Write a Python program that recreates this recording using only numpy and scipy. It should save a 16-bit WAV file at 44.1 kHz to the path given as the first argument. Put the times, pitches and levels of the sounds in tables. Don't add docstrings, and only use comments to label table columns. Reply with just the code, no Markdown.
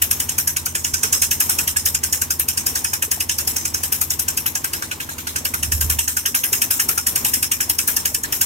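import sys
import numpy as np
from scipy import signal
from scipy.fft import rfft, irfft
from scipy.io import wavfile
from scipy.ndimage import uniform_filter1d

SR = 44100
rng = np.random.default_rng(int(sys.argv[2]) if len(sys.argv) > 2 else 0)


def int16_out(signal):
    q = np.round(np.clip(np.atleast_2d(signal).T, -1, 1) * 32767)
    wavfile.write(sys.argv[1], SR, q.astype(np.int16))


N = 372644
PORT_LAG = 14
PUFF_SIZE = 8192
LEAD_S = .006


def exhaust():
    # start_s, jet_db, spray_db, bark_db, brightness_db (of the hiss)
    mud_flow = [(0.02, -7.5, -26, -19.5, 1.5), (0.29, -12.5, -29, -25.5, -3), (0.38, -8, -24.5, -20, 1),
                (0.66, -12.5, -31.5, -23, -5.5), (1.12, -7.5, -21.5, -19.0, -4.5),
                (2.57, -11, -28.5, -23.5, -2.5), (3.2, -11.0, -27.5, -18.5, -1.5),
                (3.47, -11, -25.5, -30, -1), (3.65, -13.0, -31, -23.5, -2.5), (3.92, -10, -26, -26, 1),
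                (4.64, -12.5, -30.5, -22.5, -1.5), (5.0, -26, -35.5, -22.5, -7),
                (5.18, -25, -38, -30.5, -3), (5.36, -13.0, -29.5, -21, -4.0), (5.99, -10, -25, -19.0, -1),
                (8.05, -8, -25, -20.5, 0.0), (8.23, -14.5, -33, -23, -4.0), (8.41, -7.5, -23, -20, 0.5)]
    jet_spread, spray_spread, bark_spread, bright_spread, hollow_spread = 0.93, 1.24, 1.3, 2.34, 3.5
    hollow_middle_db = -0.8
    spray_t60_s, spray_t60_spread = 0.22, 0.23
    out = np.zeros((2, N))
    flow = curve(mud_flow)
    for s in stroke_times():
        jet_db, spray_db, bark_db, bright_db = (c[int(s * SR)] for c in flow)
        push, wet, bark, bright, hollow, linger = rng.standard_normal(6)
        push_db = jet_spread * push
        sound = puff(
            jet_db=jet_db + push_db,
            bright_db=bright_db + bright_spread * bright,
            bark_db=bark_db + bark_spread * bark,
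            hollow_db=hollow_middle_db + hollow_spread * hollow,
            spray_db=spray_db + push_db + spray_spread * wet,
            spray_t60=spray_t60_s * np.exp(spray_t60_spread * linger))
        add(out, s - LEAD_S - .0005, sound)
    return out


def puff(jet_db, bright_db, bark_db, hollow_db, spray_db, spray_t60):
    # pitch_hz, level_db (relative)
    jet_colour = [(1000, -22.5), (3700, -20.5), (4750, -6.5), (5200, -1.5), (6400, 1), (7700, -1.5),
                  (8700, 0), (10500, -1.5), (12200, -2), (15300, -8.5)]
    # pitch_hz, level_db (relative)
    spray_colour = [(400, -38), (900, -12.5), (1700, -8), (2800, -5.5), (4000, -8), (4850, -15), (5150, 1),
                    (7500, -1), (9200, 0), (10300, -4), (12400, 0), (15300, -8.5)]
    # pitch_hz, width_hz (of one pass), level_db
    hole_modes = [(928, 210, -9.5), (1637, 370, 4), (2595, 757, -2.5)]
    t = np.arange(PUFF_SIZE) / SR - LEAD_S
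    length, mouth, late = rng.standard_normal(3)

    choke = np.clip((-11 - jet_db) / 8, 0, 1)
    tint = [(3000, 4 * choke), (4200, 11 * choke),
            (5200, -bright_db / 2), (7500, -bright_db / 2), (11500, bright_db / 2)]
    hiss = shape(shape(spatter(grain_db=1.8), jet_colour), tint)
    jet = ripple(hiss, depth_db=3)
    leak = undb(-12.5) * swell(t + 0.006, rise=0.0074, hold=0, t60=0.0093)
    main_burst = swell(t, rise=0.0043, hold=0.0019 * np.exp(0.18 * length), t60=0.015)
    jet = burst(jet, leak + main_burst)

    air = shape(spatter(grain_db=3.0), [(1850, hollow_db / 2), (2250, -hollow_db / 2)])
    shift = np.exp(0.053 * mouth)
    bark = sum(undb(db) * resonate(air, hz * shift, width) for hz, width, db in hole_modes)
    bark = burst(bark, swell(t - .0005 - 0.0024 * late, rise=0.0023, hold=0.003, t60=0.071))

    wet_hiss = shape(shape(spatter(grain_db=3.2, channels=2), spray_colour), tint)
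    spray = ripple(wet_hiss, depth_db=3.2)
    gobs = undb(1.3 * np.interp(t, np.linspace(0, t[-1], 32), rng.standard_normal(32)))
    spray = burst(spray * gobs, swell(t, rise=0.016, hold=0.01, t60=max(spray_t60, .05)))
    low_part = shape(spray, [(4800, 0), (5150, -42)])
    spray = spray - low_part * (1 - np.exp(-t / 0.12))

    jet_heard = undb(jet_db - 1.0) * in_pit(jet, scatter=0.83)
    bark_heard = undb(bark_db - 0.2) * in_pit(bark, scatter=0.45)
    return jet_heard + bark_heard + undb(spray_db + 5.0) * spray


def spatter(grain_db, channels=1, size=12):
    grains = undb(grain_db * rng.standard_normal((channels, PUFF_SIZE // size + 1)))
    strength = np.repeat(grains, size, axis=1)[:, :PUFF_SIZE]
    return unit(rng.standard_normal((channels, PUFF_SIZE)) * strength)


def ripple(x, depth_db, count=48):
    hz = np.linspace(800, 16000, count)
    return shape(x, np.column_stack([hz, depth_db * rng.standard_normal(count)]))


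def burst(x, opening):
    return unit(x * opening) * np.sqrt(np.mean(opening ** 2))


def in_pit(x, scatter):
    t = np.arange(PUFF_SIZE // 8) / SR
    walls = rng.standard_normal((2, len(t))) * swell(t, rise=0.00097, hold=0.00027, t60=0.052)
    walls = walls / np.sqrt(np.sum(walls ** 2) / 2)
    echoes = signal.fftconvolve(x, walls, axes=1)[:, :PUFF_SIZE]
    direct = np.vstack([np.roll(x, PORT_LAG), x])
    return (direct + scatter * echoes) / np.hypot(1, scatter)


def stroke_times():
    # start_s, strokes_per_s
    piston_pace = [(0.0, 11.1552), (0.9, 10.644), (1.8, 11.1061), (2.4, 11.1635), (2.7, 11.1272),
                   (4.8, 11.1103), (5.1, 11.1682), (6.9, 11.1103), (8.45, 11.1806)]
    first_stroke_s = .0188
    cycles = np.cumsum(curve(piston_pace)[0]) / SR
    cycles = cycles - cycles[int(first_stroke_s * SR)]
    return np.interp(np.arange(int(cycles[-1]) + 1), cycles, np.arange(N) / SR)


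def hammer():
    # delay_s (counted from 6 ms before the stroke), pitch_hz, t60_s (fall by 60 dB), level_db (typical)
    ground_modes = [(.001, 81, 0.1, -33.5), (.001, 112, .12, -47), (.002, 273, 0.11, -41.5),
                    (.002, 158, 0.088, -43), (.03, 304, 0.083, -49), (.002, 216.6, 0.13, -45),
                    (.057, 244, 0.17, -39)]
    out = np.zeros(N)
    t = np.arange(PUFF_SIZE) / SR
    for s in stroke_times():
        for delay, hz, t60, db in ground_modes:
            ring = np.sin(2 * np.pi * hz * t) * swell(t, rise=0.0043, hold=0, t60=t60)
            add(out, s + delay - .006, undb(db + 0.9 * rng.standard_normal()) * ring)
    return out


def boom():
    noise = rng.standard_normal(N)
    low = resonate(noise, hz=73.4, width=63) + undb(-21) * resonate(noise, hz=70, width=62)
    strength = np.sqrt(uniform_filter1d(low ** 2, size=SR // 8) + 1e-18)
    quiet_db = -61
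    return low / strength * (undb(quiet_db) + booming()[0])


def booming():
    # start_s, rise_s, hold_s, t60_s (fall by 60 dB), rumble_db, hum_db (before its trim)
    boom_list = [(0.909, .035, .015, .14, -38, -50), (5.532, 0.22, 0.15, 0.57, -31, -24.5)]
    t = np.arange(N) / SR
    gains = np.zeros((2, N))
    for s, rise, hold, t60, rumble_db, hum_db in boom_list:
        gains += np.outer(undb([rumble_db, hum_db]), swell(t - s, rise, hold, t60))
    return gains


def puddle(count=500):
    # start_s, pitch_hz (at first), level_db
    plops_and_knocks = [(1.041, 440, -30), (2.93, 860, -26.5), (3.47, 790, -31), (5.27, 926, -31),
                        (5.99, 930, -24), (6.22, 241, -38), (6.329, 253.6, -33), (6.519, 414, -29.5),
                        (6.55, 248, -35), (6.649, 266, -36), (6.99, 890, -29), (7.09, 932, -38),
                        (7.23, 244, -30), (7.256, 859, -22.5), (7.369, 252, -29), (7.70, 883, -26)]
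    out = np.zeros((2, N))
    for when, pitch, size, side in rng.random((count, 4)):
        drop = undb(-43 + 11.0 * size ** 3) * bubble(hz=380 * 7 ** pitch, cycles=28)
        add(out, when * N / SR, np.outer(np.sqrt([side, 1 - side]), drop))
    for s, hz, db in plops_and_knocks:
        tone_burst = undb(db) * bubble(hz, cycles=18 + hz / 25)
        add(out, s, np.array([np.roll(tone_burst, PORT_LAG), tone_burst]))
    return out


def bubble(hz, cycles):
    turns = hz * np.arange(PUFF_SIZE) / SR
    rising = turns * (1 + 0.015 * turns / cycles)
    return np.sin(2 * np.pi * rising) * swell(turns, rise=1, hold=0, t60=cycles)


def engine():
    # start_s, firing_hz, level_db (added to each harmonic)
    engine_run = [(0, 45.96, 4.5), (.7, 44.67, 4), (2, 45.86, 2.5), (3, 46.05, 1.5), (4.4, 46.7, 2),
                  (6, 47.62, -1), (8.45, 48.23, -1)]
    # multiple, level_db (before the engine's own level)
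    harmonics = [(1, -62), (2, -46), (3, -51.5), (4, -58.5), (5, -62.5), (6, -70)]
    # start_s, pitch_hz
    hum_pitch = [(0, 78.9), (1, 78.05), (3, 77.92), (5, 77.3), (7, 75.17), (8.45, 75.15)]
    # start_s, level_db
    hum_level = [(0, -36), (.9, -40.5), (1.8, -38), (3, -42.5), (3.7, -37.5), (4.8, -43), (5.4, -40.5),
                 (6.5, -48), (7.3, -41), (8.45, -44)]
    firing_hz, engine_db = curve(engine_run)
    firings = sum(tone(k * firing_hz, db + engine_db) for k, db in harmonics)
    hum_hz = curve(hum_pitch)[0]
    hum = tone(hum_hz, db=-0.5) * (undb(curve(hum_level)[0]) + booming()[1])
    whir = tone(4.19 * hum_hz, db=-54.0)
    return firings + hum + whir


def tone(hz, db):
    wavering_hz = hz * (1 + 0.0016 * walk(6.24))
    phase = 2 * np.pi * (np.cumsum(wavering_hz) / SR + rng.random())
    return np.sqrt(2) * undb(db + 1.2 * walk(8)) * np.sin(phase)


def roadside():
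    # pitch_hz, level_db (relative)
    road_colour = [(20, -16), (35, -30), (50, 2.5), (90, -5), (125, -0.5), (190, -3.5), (260, -3),
                   (400, -5), (650, -10), (950, -2.5), (1400, -19.5), (2800, -19), (4700, -22.5),
                   (5300, -19.5), (15000, -24)]
    mid, side = shape(rng.standard_normal((2, N)), road_colour) * undb(1.92 * walk(12))
    mid = shape(mid, [(400, -2.5), (900, -6.5), (1500, 2)])
    side = shape(side, [(130, -11), (260, -13.5), (500, -2), (950, -8.5), (1600, 6), (4000, -4.0)])
    return undb(-37.5) * unit(np.array([mid + side, mid - side]))


def undb(db):
    return 10 ** (np.asarray(db) / 20)


def unit(x):
    return x / np.sqrt(np.mean(x ** 2))


def curve(table):
    s, *columns = np.transpose(table)
    return [np.interp(np.arange(N) / SR, s, c) for c in columns]


def freqs(x):
    return np.maximum(np.fft.rfftfreq(x.shape[-1], 1 / SR), 1)


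def shape(x, points, power=1):
    hz, db = np.transpose(points)
    gain_db = np.interp(np.log(freqs(x)), np.log(np.sort(hz)), db)
    return irfft(rfft(x) * undb(power * gain_db), x.shape[-1])


def resonate(x, hz, width):
    f = freqs(x)
    one_pass = 1 + 1j * (f * f - hz * hz) / (f * width)
    return irfft(rfft(x) / one_pass ** 2, x.shape[-1])


def walk(rate):
    k = int(SR / rate)
    steps = np.repeat(rng.standard_normal(N // k + 1), k)
    return 1.23 * uniform_filter1d(uniform_filter1d(steps, k), k)[:N]


def swell(t, rise, hold, t60):
    opening = np.sin(np.pi / 2 * np.clip(t / rise, 0, 1)) ** 2
    return opening * undb(-60 * np.maximum(t - rise - hold, 0) / t60)


def add(out, s, x):
    i = max(int(s * SR), 0)
    out[..., i:i + x.shape[-1]] += x[..., :max(N - i, 0)]


def scene():
    # start_s, left_minus_right_db
    side_drift = [(0, -0.5), (1.2, -2), (2.5, -0.5), (3.7, -0.6), (4.25, 0.8), (5.2, -1.3), (6.2, -1.5),
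                  (7.2, 0), (8.45, -0.5)]
    sway = undb(np.array([[.5], [-.5]]) * curve(side_drift)[0])
    return exhaust() * sway + hammer() + boom() + engine() + puddle() + roadside()


def record(dry):
    # pitch_hz, level_db (before that scaling)
    port_colour = [(60, -10), (130, -0.5), (250, 3.5), (500, 1), (1000, 2.5), (3000, 1), (5300, -4),
                   (7000, -0.5), (8700, 2), (10300, 2.5), (12500, 14.5), (15000, 12)]
    left = shape(dry[0], port_colour, power=0.45)
    right = shape(dry[1], port_colour, power=-0.059)
    heard = np.clip(np.array([left, right]), -.85, .85)
    top_hz = 15750
    return signal.sosfilt(signal.ellip(10, .2, 70, top_hz, fs=SR, output="sos"), heard)


dry = scene()
out = record(dry)
int16_out(out)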